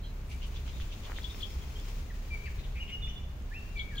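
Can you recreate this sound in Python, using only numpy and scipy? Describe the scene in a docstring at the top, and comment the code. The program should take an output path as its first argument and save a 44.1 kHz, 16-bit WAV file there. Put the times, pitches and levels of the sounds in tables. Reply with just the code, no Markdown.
"""Birds call in a garden over hissing leaves and the hum and rumble of distant machinery or traffic.
A soft, even chatter runs through the first second, and twigs tick close by as it ends.
Two sharp chips follow, with a thin twitter behind them. From 1.75 s another bird gives slurred whistles,
then short rasps, and two more chips close the scene. Faint peeps dot the first 2.5 s.
Each bird's tone is the vibration of its syrinx; walls and trees scatter the calls back."""
import sys
import numpy as np
from scipy import signal
from scipy.fft import rfft, irfft
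from scipy.io import wavfile
from scipy.ndimage import map_coordinates

SR = 44100
rng = np.random.default_rng(int(sys.argv[2]) if len(sys.argv) > 2 else 0)


def generate_wav(sig):
    """Save sig (samples, or channels by samples) to the path in sys.argv[1] as 16-bit PCM at SR."""
    pcm = np.round(np.clip(np.atleast_2d(sig).T, -1, 1) * 32767).astype(np.int16)
    wavfile.write(sys.argv[1], SR, pcm)


N = 176400
T = np.arange(N) / SR

# A pan is the level of the left ear over the right.
# Likeness of the noise at the two ears. Each row: frequency in Hz, correlation.
EAR_CORRELATION = [(30, 0.91), (80, 1), (160, 0.94), (330, 0.83), (700, 0.36), (1300, 0), (3000, 0.041),
                   (16000, 0)]
# Spectrum of the rumble. Each row: frequency in Hz, relative density in dB.
RUMBLE_SPECTRUM = [(5, -8), (20, -14.5), (30, -0.5), (45, -7.5), (56, -0.5), (66, 1.5), (76, -8),
                   (90, -8.5), (110, -12.5), (135, -16.5), (160, -18.5), (220, -21), (310, -29), (420, -30),
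                   (550, -31), (900, -35), (1600, -38), (3000, -43.5), (8000, -63), (16000, -54)]
# Swell of the rumble's bass. Each row: time in seconds, gain in dB.
BASS_SWELL = [(0, -2.5), (.2, -7), (.35, -0.5), (.62, -1), (.82, 5.5), (.95, -3.5), (1.42, -1), (1.69, 3),
              (1.8, -4), (2.38, -2.5), (2.58, 3.5), (2.75, 1), (3.1, 1.5), (3.38, -2.5), (4, 0)]
# Faint drones in the rumble. Each row: pitch in Hz, bandwidth in Hz, level before the swell in dB.
DRONE_BANDS = [(70.1, 13.4, -49.5), (133.1, 3.9, -59.5), (407.5, 25, -70.5)]
# Spectrum of the leaf hiss. Each row: frequency in Hz, relative density in dB.
LEAF_SPECTRUM = [(150, 2.5), (400, 9), (700, -2), (1100, 3), (1700, -2.5), (2400, 4), (3400, -0.5),
                 (4300, -1), (5400, -4), (6700, -2), (7800, -10), (10000, -13), (12500, -13.5),
                 (14500, -8.5), (16000, -3)]
# Course of the leaf hiss. Each row: time in seconds, level in dB.
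LEAF_LEVEL = [(0, -61.5), (.2, -59), (.5, -55), (.75, -53.5), (1.0, -54.5), (1.3, -50.5), (1.5, -52),
              (1.75, -53), (1.84, -52), (1.89, -50), (2.0, -52.5), (2.07, -55.5), (2.4, -54.5), (2.7, -57),
              (3.3, -62), (3.6, -57.5), (3.85, -58.5), (4, -55)]
# Direction of the leaf hiss. Each row: frequency in Hz, pan in dB.
LEAF_PAN = [(300, -0.5), (800, 1), (2000, 4.5), (5000, 4), (9000, 7.5), (13000, 0.5), (16000, 9)]
# Crackles of dry leaves. Each row: centre in seconds, width in seconds, level in dB.
LEAF_CRACKLES = [(.325, 0.042, -63.5), (.475, 0.013, -67)]
# Twig ticks. Each row: start in seconds, level in dB, pitch in Hz, decay time in seconds.
TWIG_TICKS = [(.677, -41, 1390, .001), (0.8007, -33.5, 1690, 0.00037), (1.0984, -24.5, 1050, 0.00025),
              (1.1194, -27.5, 1730, 0.00036), (1.130, -42, 1500, .0006), (1.186, -27, 1980, 0.00062),
              (1.3467, -37.5, 2520, 0.00088), (1.8, -37, 7480, 0.000091), (2.904, -44, 7000, .00015),
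              (3.18, -43, 4000, 0.0004), (3.423, -44, 7000, 0.00012), (3.958, -42, 10000, 0.000096)]
# Course of the far twitter. Each row: time in seconds, level in dB.
TWITTER_LEVEL = [(1.1, -82), (1.25, -63), (1.36, -64), (1.52, -62.5), (1.66, -70.5), (1.9, -63), (2.1, -80)]
# Buzzy peeps. Each row: start in seconds, length in seconds, level in dB, pitch in Hz, pan in dB.
PEEP_NOTES = [(.022, 0.086, -63.5, 4030, 1), (.033, 0.035, -55.5, 3185, -6), (.285, .08, -61.5, 2330, 2),
              (.725, 0.055, -60, 3660, 5), (1.292, 0.034, -48.5, 3600, 4), (1.402, 0.017, -45, 3480, 5),
              (1.612, .025, -55.5, 3300, -5), (1.785, 0.026, -55.5, 3400, 3), (1.87, 0.017, -55, 2190, 7),
              (2.448, 0.025, -59.5, 4620, -3)]
# Chatter. Each row: centre in seconds, relative scratch level in dB, scratch pitch in Hz,
# relative chirp level in dB.
CHATTER_PULSES = [(0.325, -49, 2600, -65), (0.444, -46.5, 3000, -52), (0.568, -50.5, 3250, -41),
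                  (.692, -50, 3150, -56), (.812, -47, 3150, -44), (.932, -47, 3200, -60),
                  (1.054, -48, 3200, -48), (1.177, -44.5, 3350, -46)]
# Airy hiss of the chatter. Each row: frequency in Hz, relative density in dB.
AIR_SPECTRUM = [(1500, -24), (2300, 5.5), (3500, 1.5), (4500, 0.5), (5300, -3), (6500, -2), (7600, -21),
                (15000, -32)]
# Rasps. Each row: start in seconds, length in seconds, level in dB, pitch in Hz, pan in dB.
RASP_NOTES = [(2.452, 0.028, -46.5, 2486, 2), (2.576, 0.044, -58.5, 3820, 5.5),
              (2.632, 0.032, -54.5, 3350, 5), (2.75, 0.054, -49.5, 2410, 2), (2.824, 0.013, -42, 2470, 6),
              (2.872, 0.045, -50, 2930, 2), (2.888, 0.035, -49, 2340, 2), (3.068, 0.018, -48, 2410, 6)]
# Whistles. Each row: start in seconds, length in seconds, level in dB,
# four pitches in Hz at even steps through the note, pan in dB.
WHISTLE_NOTES = [(1.753, 0.022, -48.5, 3050, 3150, 3220, 3130, -3),
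                 (2.095, 0.024, -50.5, 1980, 2006, 1800, 1570, 2),
                 (2.302, 0.064, -44, 2435, 2345, 2315, 2180, 5.5),
                 (2.448, 0.043, -50.5, 2376, 2252, 1890, 1620, 3),
                 (2.797, 0.043, -43, 2660, 2920, 2867, 2640, 3.5),
                 (2.914, 0.049, -42.5, 2782, 2890, 2886, 2850, 2.5),
                 (3.019, 0.044, -42.5, 3660, 3520, 3487, 3470, -3),
                 (3.0, 0.112, -50.5, 2894, 2897, 2880, 3166, 2),
                 (3.078, 0.0286, -62, 5160, 5700, 5980, 6050, 11.5),
                 (3.509, 0.031, -49, 1550, 1730, 1860, 2320, 0),
                 (3.533, 0.066, -47, 2170, 2630, 2720, 2745, 1.5),
                 (3.754, 0.072, -42.5, 2360, 2310, 2250, 2230, 4),
                 (3.903, 0.094, -54.5, 2070, 1703, 1620, 1630, 1)]
# Course of every chip. Each row: time from the accent in seconds, pitch ratio, gain in dB.
CHIP_CONTOUR = [(-.022, 1.1, -26), (-.017, 0.97, -20.5), (-.012, 1.12, -34), (-.007, 1.33, -23),
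                (-.003, 1.3, -24), (0, .87, -25), (.003, .96, -11.5), (.007, 1.04, -6), (.01, 0.96, -11.5),
                (0.015, 1.1, -15), (.02, 0.9, -22)]
# Chips, before the contour acts. Each row: accent time in seconds, level in dB, pitch in Hz, pan in dB.
CHIP_NOTES = [(1.24, -31, 3326, 8), (1.426, -28.5, 3245, 9), (3.792, -29.5, 3330, 5.5),
              (3.977, -28.5, 3350, 3.5)]

TWIG_PAN_DB = 5  # shared by ticks and crackles


def amp(db):
    """Amplitude ratio of a level in decibels."""
    return 10 ** (np.asarray(db) / 20)


def unit(x):
    """Normalisation to an rms of 1."""
    return x / np.sqrt(np.mean(x ** 2) + 1e-20)


def read(points, hz):
    """Interpolation on a logarithmic frequency axis."""
    f, value = np.transpose(points)
    return np.interp(np.log(hz + 1), np.log(f + 1), value)


def course(points):
    """Linear interpolation of a table over time."""
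    return np.interp(T, *np.transpose(points))


def bell(centre_s, width_s):
    """Gaussian envelope with a peak of 1."""
    return np.exp(-.5 * ((T - centre_s) / width_s) ** 2)


def sides(db):
    """Interaural level difference, as left and right gains."""
    return amp(np.array([[db], [-db]]) / 2)


def bearing(x, right_lag_s):
    """Interaural time difference: a sound from one side reaches one ear first."""
    hz = np.fft.rfftfreq(N, 1 / SR)
    return np.array([x[0], irfft(rfft(x[1]) * np.exp(-2j * np.pi * hz * right_lag_s), N)])


def add(mix, start_s, sound):
    """Superposition of a stereo sound on the mix."""
    part = mix[:, max(round(start_s * SR), 0):][:, :sound.shape[1]]
    part += sound[:, :part.shape[1]]


def drift(rate_hz):
    """Low-passed noise: a smooth random fluctuation of rms 1."""
    hz = np.fft.rfftfreq(N, 1 / SR)
    return unit(irfft(rfft(rng.standard_normal(N)) * np.exp(-(hz / rate_hz) ** 2), N))


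def noise(spectrum):
    """Diffuse coloured noise, correlated between the ears only at low frequencies."""
    hz = np.fft.rfftfreq(N, 1 / SR)
    left, independent = rfft(rng.standard_normal((2, N)))
    correlation = np.clip(read(EAR_CORRELATION, hz), -1, 1)
    right = correlation * left + np.sqrt(1 - correlation ** 2) * independent
    return unit(irfft(np.array([left, right]) * amp(read(spectrum, hz)), N))


def band(centre_hz, width_hz):
    """A steep resonance driven by stereo noise."""
    detuning = (np.fft.rfftfreq(N, 1 / SR) - centre_hz) / width_hz * 2
    return unit(irfft(rfft(rng.standard_normal((2, N))) / (1 + detuning ** 2), N))


def hum(pitch_hz=35.45, level_db=-42):
    """Distant machinery or traffic: a deep sinusoid under slow frequency and amplitude modulation."""
    hz = pitch_hz + .44 * drift(1.75)
    tone = np.sqrt(2) * np.sin(2 * np.pi * np.cumsum(hz) / SR)
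    return amp(level_db) * tone * (1 + .26 * drift(3.4))


def rumble(swell_below_hz=112):
    """Distant machinery or traffic: broadband noise and narrow resonances, swelling in the bass."""
    steady = amp(-39.5) * noise(RUMBLE_SPECTRUM)
    steady += sum(amp(db) * band(hz, width)[0] for hz, width, db in DRONE_BANDS)
    bass = signal.sosfiltfilt(signal.butter(2, swell_below_hz, fs=SR, output="sos"), steady)
    return steady + (amp(course(BASS_SWELL)) - 1) * bass


def leaf_hiss(flicker_db=1):
    """Leaves hiss as amplitude-modulated noise, its treble stronger on the left."""
    pan = read(LEAF_PAN, np.fft.rfftfreq(N, 1 / SR))
    hiss = irfft(rfft(noise(LEAF_SPECTRUM)) * amp(np.array([pan, -pan]) / 2), N)
    return hiss * amp(course(LEAF_LEVEL) + flicker_db * drift(31))


def leaf_brush():
    """One soft brush of leaves: a band of noise under a fluttering Gaussian envelope."""
    envelope = amp(-52 + 2 * drift(250)) * bell(centre_s=1.1, width_s=.029)
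    return envelope * band(centre_hz=930, width_hz=1700)


def leaf_crackle(clicks_per_s=1000, ring_hz=8550, decay_s=.00008):
    """Dry leaves crackle as clusters of random impulses, each exciting a damped resonance."""
    t = np.arange(0, .002, 1 / SR)
    clicks = rng.standard_normal((2, N)) * (rng.random(N) < clicks_per_s / SR)
    ring = np.exp(-t / decay_s) * np.sin(2 * np.pi * ring_hz * t)
    grains = signal.oaconvolve(clicks, ring[None], axes=1)[:, :N]
    envelope = sum(amp(db) * bell(centre, width) for centre, width, db in LEAF_CRACKLES)
    return unit(grains) * sides(TWIG_PAN_DB) * envelope


def twigs():
    """Each tick is a damped oscillation that decays within a cycle or two."""
    out, t = np.zeros((2, N)), np.arange(0, .02, 1 / SR)
    for start, db, hz, decay in TWIG_TICKS:
        ring = np.exp(-t / decay) * np.sin(2 * np.pi * hz * t)
        add(out, start, sides(TWIG_PAN_DB) * amp(db) * ring)
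    return out


def echoes(x, t60, count=400, first_s=.008):
    """Reverberation: scattered reflections, different at each ear, fall by 60 dB in t60 seconds."""
    taps = np.zeros((2, 2 * SR))
    for ear in taps:
        delay = (np.arange(count) + rng.random(count)) / count * t60
        strength = rng.choice([-1., 1.], count) * amp(-60 * delay / t60)
        np.add.at(ear, ((first_s + delay) * SR).astype(int), strength)
    taps /= np.linalg.norm(taps, axis=1, keepdims=True)
    return signal.fftconvolve(x, taps, axes=1)[:, :N]


def sway(x, delay_s=.00003, rate_hz=60):
    """Doppler effect: moving foliage varies the delay of the echoes and smears their pitch."""
    return np.array([map_coordinates(ear, [(T + delay_s * drift(rate_hz)) * SR], order=3) for ear in x])


def twitter(flicker_db=2.2):
    """Scattering by the trees blurs a thin, far twitter into a flickering band of noise."""
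    return band(centre_hz=5290, width_hz=580) * amp(course(TWITTER_LEVEL) + flicker_db * drift(25))


def syrinx(hz, octave_db=-23.5, octave_fade_hz=3600):
    """The syrinx vibrates almost sinusoidally; its weak second harmonic fades in high notes."""
    phase = 2 * np.pi * np.cumsum(hz) / SR
    octave = amp(octave_db) / (1 + (hz / octave_fade_hz) ** 10)
    return np.sqrt(2) * (np.sin(phase) + octave * np.sin(2 * phase))


def gate(t, length, rise_s=.014, release_s=.015):
    """Envelope of a note, with a quarter-sine attack and release."""
    attack = np.sin(np.pi / 2 * np.clip(t / rise_s, 0, 1))
    release = np.sin(np.pi / 2 * np.clip((length - t) / release_s, 0, 1))
    return attack * release


def hoarse(notes, swing, rate_hz, scatter):
    """Fast, uneven frequency modulation spreads a tone into sidebands, heard as a rasp or buzz."""
    out = np.zeros((2, N))
    shake_phase = 2 * np.pi * np.cumsum(rate_hz * (1 + .23 * drift(103))) / SR
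    shake = 1 + swing * np.sin(shake_phase) + scatter * drift(1000)
    for start, length, db, hz, pan in notes:
        t = np.arange(0, length, 1 / SR)
        tone = syrinx(hz * np.interp(start + t, T, shake))
        add(out, start, sides(pan) * amp(db) * gate(t, length) * tone)
    return out


def chatter(rise_s=.02, fall_s=.011, chirp_decay_s=.0047, sag_per_s=9):
    """A pulse train, eight a second: each an arched chirp inside a noisy resonance and airy hiss."""
    out, t = np.zeros((2, N)), np.arange(-.025, .025, 1 / SR)
    air = amp(-49.5) * noise(AIR_SPECTRUM)
    shake = 1 + .03 * drift(450)
    for centre, scratch_db, hz, chirp_db in CHATTER_PULSES:
        scratch = amp(scratch_db) * band(hz, width_hz=900)
        out += bell(centre, np.where(T < centre, rise_s, fall_s)) * (scratch + air)
        arch = 1.1 * (1 - sag_per_s * abs(t))  # peaks a tenth above the resonance
        chirp = np.exp(-abs(t) / chirp_decay_s) * syrinx(hz * arch * np.interp(centre + t, T, shake))
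        add(out, centre + t[0], sides(0) * amp(chirp_db) * chirp)
    return out * sides(.5) * amp(-5.5 + 1.7 * drift(160))


def whistles(swell_db=4):
    """Frequency glides: each clear note swells as it slurs along a cubic through four pitches."""
    out, waver = np.zeros((2, N)), 1 + .008 * drift(320)
    for start, length, db, *pitches, pan in WHISTLE_NOTES:
        t = np.arange(0, length, 1 / SR)
        glide = np.polyfit(np.linspace(0, 1, 4), pitches, 3)
        hz = np.polyval(glide, t / length) * np.interp(start + t, T, waver)
        envelope = amp(db + swell_db * (t / length - .5)) * gate(t, length)
        add(out, start, sides(pan) * envelope * syrinx(hz))
    return out


def chips(flick_scatter=.05, note_scatter=.03):
    """Rapid frequency sweeps: each chip flicks faintly upward, then snaps down to a short loud note."""
    out, shake = np.zeros((2, N)), drift(840)
    times, ratios, gains_db = np.transpose(CHIP_CONTOUR)
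    t = np.arange(times[0], times[-1], 1 / SR)
    sweep, contour_db = np.interp(t, times, ratios), np.interp(t, times, gains_db)
    scatter = np.where(t < 0, flick_scatter, note_scatter)
    for accent, db, hz, pan in CHIP_NOTES:
        tone = syrinx(hz * sweep * (1 + scatter * np.interp(accent + t, T, shake)))
        add(out, accent + times[0], sides(pan) * amp(db + contour_db) * tone)
    return out


def scene():
    """Superposition of direct sound, reflections and background; the farther song echoes the most."""
    song = whistles() + hoarse(RASP_NOTES, swing=.1, rate_hz=170, scatter=.07)
    calls = chips() + hoarse(PEEP_NOTES, swing=.03, rate_hz=130, scatter=.04)
    pulses = chatter()
    foliage = twigs() + leaf_brush() + leaf_crackle()
    direct = bearing(song, right_lag_s=-.000078) + bearing(calls + pulses, right_lag_s=.00005) + foliage
    near = echoes(amp(-8) * song, t60=.17)
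    near += echoes(amp(-4.5) * calls + amp(-5) * pulses + amp(-12) * foliage, t60=.15)
    far = echoes(amp(-4) * song + amp(-13.5) * (calls + pulses), t60=.85)
    wall_echo = echoes(amp(-12) * song, t60=.12)
    add(far, start_s=.115, sound=wall_echo)
    return direct + near + sway(far) + twitter() + hum() + rumble() + leaf_hiss()


def record(dry):
    """Band limiting: a steep low-pass filter removes the highest treble."""
    cutoff_hz = 15780
    lowpass = signal.firwin(511, cutoff_hz, window=("kaiser", 9), fs=SR)
    return signal.oaconvolve(dry, lowpass[None], "same")


dry = scene()
out = record(dry)
generate_wav(out)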